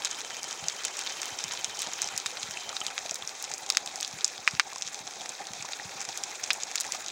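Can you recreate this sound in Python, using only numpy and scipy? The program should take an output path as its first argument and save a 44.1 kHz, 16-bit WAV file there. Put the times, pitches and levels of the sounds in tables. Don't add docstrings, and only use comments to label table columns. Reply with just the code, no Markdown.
import sys
import numpy as np
from scipy import signal
from scipy.fft import rfft, irfft
from scipy.io import wavfile
from scipy.ndimage import uniform_filter1d, minimum_filter1d

SR = 44100
rng = np.random.default_rng(int(sys.argv[2]) if len(sys.argv) > 2 else 0)


def unload_audio(sound):
    columns = np.transpose(np.atleast_2d(sound))
    steps = np.round(np.clip(columns, -1, 1) * 32767)
    wavfile.write(sys.argv[1], SR, steps.astype(np.int16))


N = 313551

# low_hz, high_hz
BANDS_HZ = [(1100, 2900), (2900, 5000), (5000, 8500), (8500, 15800)]


def from_db(db):
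    return 10 ** (np.asarray(db) / 20)


def rms_one(x):
    return x / np.sqrt(np.mean(x ** 2) + 1e-20)


def in_time(rows):
    s, *columns = np.transpose(rows)
    return [np.interp(np.arange(N) / SR, s, c) for c in columns]


def drift(rate_hz):
    step = 40
    r = np.exp(-2 * np.pi * rate_hz * step / SR)
    noise = rng.standard_normal(N // step + 2002)
    slow = signal.lfilter([1], [1, -2 * r, r * r], noise)[2000:]
    return np.interp(np.arange(N) / step, np.arange(len(slow)), rms_one(slow))


def clicks(times_s, sizes):
    out = np.zeros(N)
    at = np.clip((np.asarray(times_s) * SR).astype(int), 0, N - 1)
    np.add.at(out, at, sizes)
    return out


def dying(x, t60_s):
    return signal.lfilter([1], [1, -from_db(-60 / (t60_s * SR))], x + 1e-18)


def ring(x, hz, t60_s):
    r = from_db(-60 / (t60_s * SR))
    w = 2 * np.pi * hz / SR
    return signal.lfilter([0, np.sin(w)], [1, -2 * r * np.cos(w), r * r], x + 1e-18)


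def shrimp(hiss_db):
    far_tilt_db = [-9, -4, 0, -14]
    crack_t60_s = [0.0029, 0.0058, 0.007, 0.0071]
    grit_db = -14
    scatter_db, scatter_t60_s = [-30, -25, -34, -52], 0.029
    far_per_s, far_colour_db = 400, 9
    far_floor_db, far_spread_db, far_max_spreads = -1, 6, 4

    near_s, near_db = near_snaps()
    spreads = np.minimum(rng.exponential(1, N), far_max_spreads)
    far_db = hiss_db + far_floor_db + far_spread_db * spreads
    born = rng.random(N) < far_per_s * from_db(3 * drift(8)) / SR
    grit = rng.choice([-1, 1], N)
    wash = rng.standard_normal(N)
    out = 0
    for k, shape in enumerate(case_bands()):
        path_db = -far_colour_db * np.abs(rng.standard_normal(N))
        far = born * from_db(far_db + far_tilt_db[k] + path_db)
        snaps = far + clicks(near_s, from_db(near_db[:, k]))
        body = from_db(grit_db) * dying(snaps, crack_t60_s[k]) * grit
        tail = from_db(scatter_db[k]) * dying(snaps, scatter_t60_s) * wash
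        out = out + signal.fftconvolve(snaps + body + tail, shape)[:N]
    return out


def near_snaps():
    # start_s, level_db, strongest_pitch_hz, fall_db_per_octave away from that pitch; the row at
    # 2.766 s is the focus motor's first knock, built like a snap
    snap_rows = [(0.0484, -10.5, 5100, 14), (0.0527, -18, 3610, 4), (0.1118, -19.0, 5800, 18),
                 (0.431, -14, 8900, 17), (0.4418, -24.5, 9000, 2), (0.51, -19.5, 5200, 11),
                 (0.684, -12.5, 6100, 9.5), (0.8434, -15.5, 3270, 18), (0.8505, -13.5, 7500, 6.5),
                 (0.969, -19, 8680, 15), (0.9913, -17.5, 6240, 6), (1.0129, -19, 5010, 16),
                 (1.0633, -16, 3150, 20), (1.0733, -16, 3100, 18), (1.102, -20.0, 4330, 19),
                 (1.2164, -15.5, 9000, 20), (1.2563, -15, 8900, 18), (1.4399, -15, 6300, 11.5),
                 (1.5103, -20, 2720, 14), (1.5358, -16, 8680, 22), (1.6447, -11, 5100, 9.5),
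                 (1.7914, -15.5, 9100, 11.5), (1.8192, -8.5, 9400, 18), (1.8708, -20.0, 4970, 17),
                 (2.0186, -12.5, 8060, 8.5), (2.0265, -26.5, 5200, 5), (2.1636, -23.0, 5800, 18),
                 (2.1774, -12.0, 8600, 7.5), (2.2605, -18.5, 2880, 1.5), (2.2646, -14, 4870, 11),
                 (2.431, -14.5, 4700, 23), (2.5096, -24.5, 7800, 4), (2.766, -10.5, 3000, 20),
                 (2.8043, -17, 5800, 20), (2.8655, -13.5, 5640, 8), (2.9792, -12.0, 2650, 10.5),
                 (3.0944, -17.5, 4490, 11), (3.1106, -12.5, 7780, 18), (3.1436, -15, 9000, 15),
                 (3.156, -19.0, 9000, 5), (3.2753, -24, 6480, 21), (3.425, -10, 9400, 19),
                 (3.5383, -16, 7230, 15), (3.5805, -23, 8600, 9), (3.691, -22.0, 5230, 10),
                 (3.7012, -9.5, 5590, 5), (3.7489, -14, 3350, 17), (3.7707, -8, 4600, 3.5),
                 (3.8616, -23.0, 8700, 11), (3.958, -19, 7500, 13), (4.0034, -25, 4200, 10),
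                 (4.0092, -13.5, 9000, 17), (4.0233, -27, 2240, 3), (4.0285, -11.5, 4760, 14),
                 (4.0475, -15, 4490, 18), (4.0776, -22, 8370, 8.5), (4.209, -20, 4470, 14),
                 (4.2451, -7, 6800, 14.5), (4.2788, -18.5, 7500, 18), (4.3792, -26, 3800, 8),
                 (4.4765, -4.5, 1550, 6), (4.5969, 1, 2030, 6), (4.7828, -24, 7100, 13),
                 (4.8222, -13.5, 5300, 17), (4.8683, -20, 5170, 15), (4.9446, -24, 5500, 7),
                 (5.2924, -15.0, 7200, 21), (5.7331, -11, 2850, 23), (6.089, -19, 4700, 11),
                 (6.175, -14.5, 9100, 15.5), (6.2365, -15, 7700, 11.5), (6.438, -15.5, 5250, 11),
                 (6.5048, -8.5, 1970, 6.5), (6.5087, -3.5, 3080, 30), (6.5319, -4.5, 8500, 21),
                 (6.634, -14.5, 5800, 14), (6.7561, -10, 7600, 7), (6.7771, -21, 3880, 12),
                 (6.8013, -12, 8060, 17), (6.8077, -8, 7700, 11), (6.812, -20.5, 5010, 9),
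                 (6.8656, -22, 7500, 12), (6.9216, -13, 7500, 12), (7.0837, -19, 4950, 18)]
    case_lift_db = [-0.5, 0.5, 4, -2]
    echo_s, echo_spread_s, echo_db, echo_colour_db = 0.0057, 0.0006, -17, 5.5

    s, level_db, hz, fall_db = np.transpose(snap_rows)
    centre_hz = np.sqrt(np.prod(BANDS_HZ, axis=1))
    octaves = np.abs(np.log2(centre_hz / hz[:, None]))
    direct_db = level_db[:, None] - fall_db[:, None] * octaves + case_lift_db
    times_s, levels_db = [s], [direct_db]
    for n in (1, 2, 3):
        jitter_s = echo_spread_s * rng.standard_normal(len(s))
        colour_db = echo_colour_db * rng.standard_normal(direct_db.shape)
        times_s.append(s + n * echo_s + jitter_s)
        levels_db.append(direct_db + n * echo_db + colour_db)
    return np.concatenate(times_s), np.concatenate(levels_db)


def case_bands():
    case = housing_response()[:512]
    shapes = []
    for band_hz in BANDS_HZ:
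        band = signal.butter(3, band_hz, "band", fs=SR, output="sos")
        shape = signal.sosfilt(band, case)
        shapes.append(shape / np.abs(shape).max())
    return shapes


def housing_response(size=8192):
    # pitch_hz, level_db
    colour = [(130, -22.5), (400, -2.5), (900, -2), (2140, -1.5), (2460, 1), (3000, -6), (3850, -0.5),
              (4400, -5), (6570, 1), (8100, -7.5), (9500, -17.5), (10700, -13), (14300, -24),
              (15800, -20.5)]
    hz, db = np.transpose(colour)
    grid_hz = np.maximum(np.arange(size // 2 + 1) * SR / size, 10)
    cepstrum = irfft(np.log(from_db(np.interp(np.log(grid_hz), np.log(hz), db))))
    cepstrum[1:size // 2] *= 2
    cepstrum[size // 2 + 1:] = 0
    return irfft(np.exp(rfft(cepstrum)))[:size // 2]


def motor():
    # time_s, level_db
    level_rows = [(0, -43.5), (2.1, -42.5), (2.25, -54), (2.55, -46)]
    # pitch_hz, level_db, t60_s (steps only)
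    modes = [(954, -10, .05), (1300, -6, .015), (2860, -8, .05), (2980, -6, .035), (3100, 0, .05)]
    # start_s, level_db
    knock_rows = [(2.8148, -25), (2.8815, -31)]
    step_hz, burst_hz, step_jitter_s = 119.2, 14.985, 4e-5
    burst_start_s, burst_s = 0.038, 0.036
    run_start_s, run_end_s = 2.505, 2.72

    t = np.arange(N) / SR
    bursts = ((t - burst_start_s) % (1 / burst_hz) < burst_s) & (t < run_start_s)
    run = (t > run_start_s) & (t < run_end_s)
    moving = uniform_filter1d(1. * (bursts | run), size=120)

    starts_s = np.arange(burst_start_s, run_start_s - burst_s, 1 / burst_hz)
    burst_steps_s = (starts_s[:, None] + np.arange(0, burst_s, 1 / step_hz)).ravel()
    steps_s = np.append(burst_steps_s, np.arange(run_start_s, run_end_s, 1 / step_hz))
    steps_s += step_jitter_s * rng.standard_normal(len(steps_s))
    knock_s, knock_db = np.transpose(knock_rows)
    rings, knocks = 0, 0
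    for k, (hz, db, t60_s) in enumerate(modes):
        chance_db = rng.normal(0, 2, len(steps_s))
        rings = rings + ring(clicks(steps_s, from_db(db + chance_db)), hz, t60_s)
        if k > 0:
            knocks = knocks + ring(clicks(knock_s, from_db(knock_db + db)), hz, 0.031)
    return from_db(in_time(level_rows)[0]) * moving * rings + knocks


def water():
    # time_s (push starts thud_delay_s later), level_db
    thud_rows = [(0.616, -39.5), (1.313, -46), (1.436, -41), (1.493, -50), (1.575, -52), (1.669, -45),
                 (1.778, -53), (2.135, -46), (2.248, -48), (2.429, -45), (2.479, -44), (2.644, -49),
                 (3.099, -51), (3.212, -47), (4.127, -41), (4.381, -49), (4.527, -34), (4.846, -50),
                 (4.998, -44), (5.498, -39.5), (5.59, -46), (5.845, -39.5), (5.946, -46), (6.071, -49),
                 (6.206, -54), (6.916, -51)]
    # start_s,
    # level_db, pitch_hz
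    ping_rows = [(1.538, -31.5, 1000), (2.572, -19.5, 2640), (2.729, -30, 1230), (3.055, -32, 640),
                 (3.117, -32.5, 693), (3.224, -21, 3440), (3.475, -42, 550), (4.727, -32, 1100),
                 (4.761, -30.5, 1050), (5.648, -29, 1000), (5.798, -24, 1890), (6.748, -33, 2000),
                 (6.89, -32, 990)]
    thud_delay_s, swell_peak_s, swell_db = 0.00748, 0.012, -12.5
    slosh_db, slosh_spread_db = -76.5, 5

    dull = signal.butter(3, [55, 210], "band", fs=SR, output="sos")
    low = rms_one(signal.sosfilt(dull, rng.standard_normal(N)))
    push = signal.sosfilt(dull, signal.unit_impulse(4000))
    t = np.arange(4000) / SR / swell_peak_s
    s, db = np.transpose(thud_rows)
    thuds = clicks(s + thud_delay_s, from_db(db))
    swells = from_db(swell_db) * signal.fftconvolve(thuds, t * np.exp(1 - t))[:N]
    slosh = from_db(slosh_db + slosh_spread_db * np.minimum(drift(13), 2))
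    out = signal.fftconvolve(thuds, push / np.abs(push).max())[:N]
    out += low * (swells + slosh)
    for s, db, hz in ping_rows:
        out += ring(clicks([s], from_db(db)), hz, 22 / hz)
    return out


def hiss(hiss_db):
    together_db, apart_db = 1.62, 2.85
    edges_hz = 25 * 2 ** np.arange(0, 9.6, .5)
    edges_hz[-1] = 17000
    together = drift(43)
    white = rng.standard_normal((2, N))
    coloured = signal.fftconvolve(white, housing_response()[None])[:, :N]
    out = 0
    for k, (low_hz, high_hz) in enumerate(zip(edges_hz, edges_hz[1:])):
        band = signal.butter(2, [low_hz, high_hz], "band", fs=SR, output="sos")
        part = signal.sosfilt(band, coloured[k % 2])
        out = out + part * from_db(together_db * together * (low_hz > 900) + apart_db * drift(42))
    return from_db(hiss_db) * rms_one(out)


def hum():
    pitch_hz, t60_s, level_db, waver_db = 796.5, 3.0 / 133, -52, 4.17
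    tone = ring(rng.standard_normal(N), pitch_hz, t60_s)
    return from_db(level_db + waver_db * drift(16.3)) * rms_one(tone)


def scene():
    # time_s, hiss_db
    reef_rows = [(0.0, -41), (0.32, -42.5), (1.09, -40), (4.85, -45), (7.11, -41.5)]
    hiss_db, = in_time(reef_rows)
    return (shrimp(hiss_db) + motor() + water() + hiss(hiss_db) + hum())[None]


def record(dry):
    # pitch_hz, width_hz, depth_db
    notch_rows = [(2896, 130, -30), (7849, 60, -20), (11690, 2200, -17)]
    bass_cut_hz, top_cut_hz, limit = 107, 16000, 0.93
    duck_from_db, duck_share, duck_back_db_per_s, duck_attack_s = -13.5, 0.17, 32, 0.066

    dry = signal.sosfilt(signal.butter(2, bass_cut_hz, "high", fs=SR, output="sos"), dry)
    for hz, width_hz, depth_db in notch_rows:
        cut = signal.lfilter(*signal.iirnotch(hz, hz / width_hz, SR), dry)
        dry = cut + from_db(depth_db) * (dry - cut)

    level_db = 20 * np.log10(np.abs(dry) + 1e-9)
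    duck_db = np.maximum(level_db - duck_from_db, 0) * duck_share
    ramp_db = duck_back_db_per_s * np.arange(N) / SR
    held_db = np.maximum.accumulate(duck_db + ramp_db, axis=1) - ramp_db
    r = np.exp(-1 / (duck_attack_s * SR))
    ducked = dry * from_db(-signal.lfilter([1 - r], [1, -r], held_db))

    room = minimum_filter1d(limit / np.maximum(np.abs(ducked), limit), size=161)
    limited = ducked * uniform_filter1d(room, size=81)
    return signal.sosfilt(signal.cheby2(24, 45, top_cut_hz, fs=SR, output="sos"), limited)


dry = scene()
out = record(dry)
unload_audio(out)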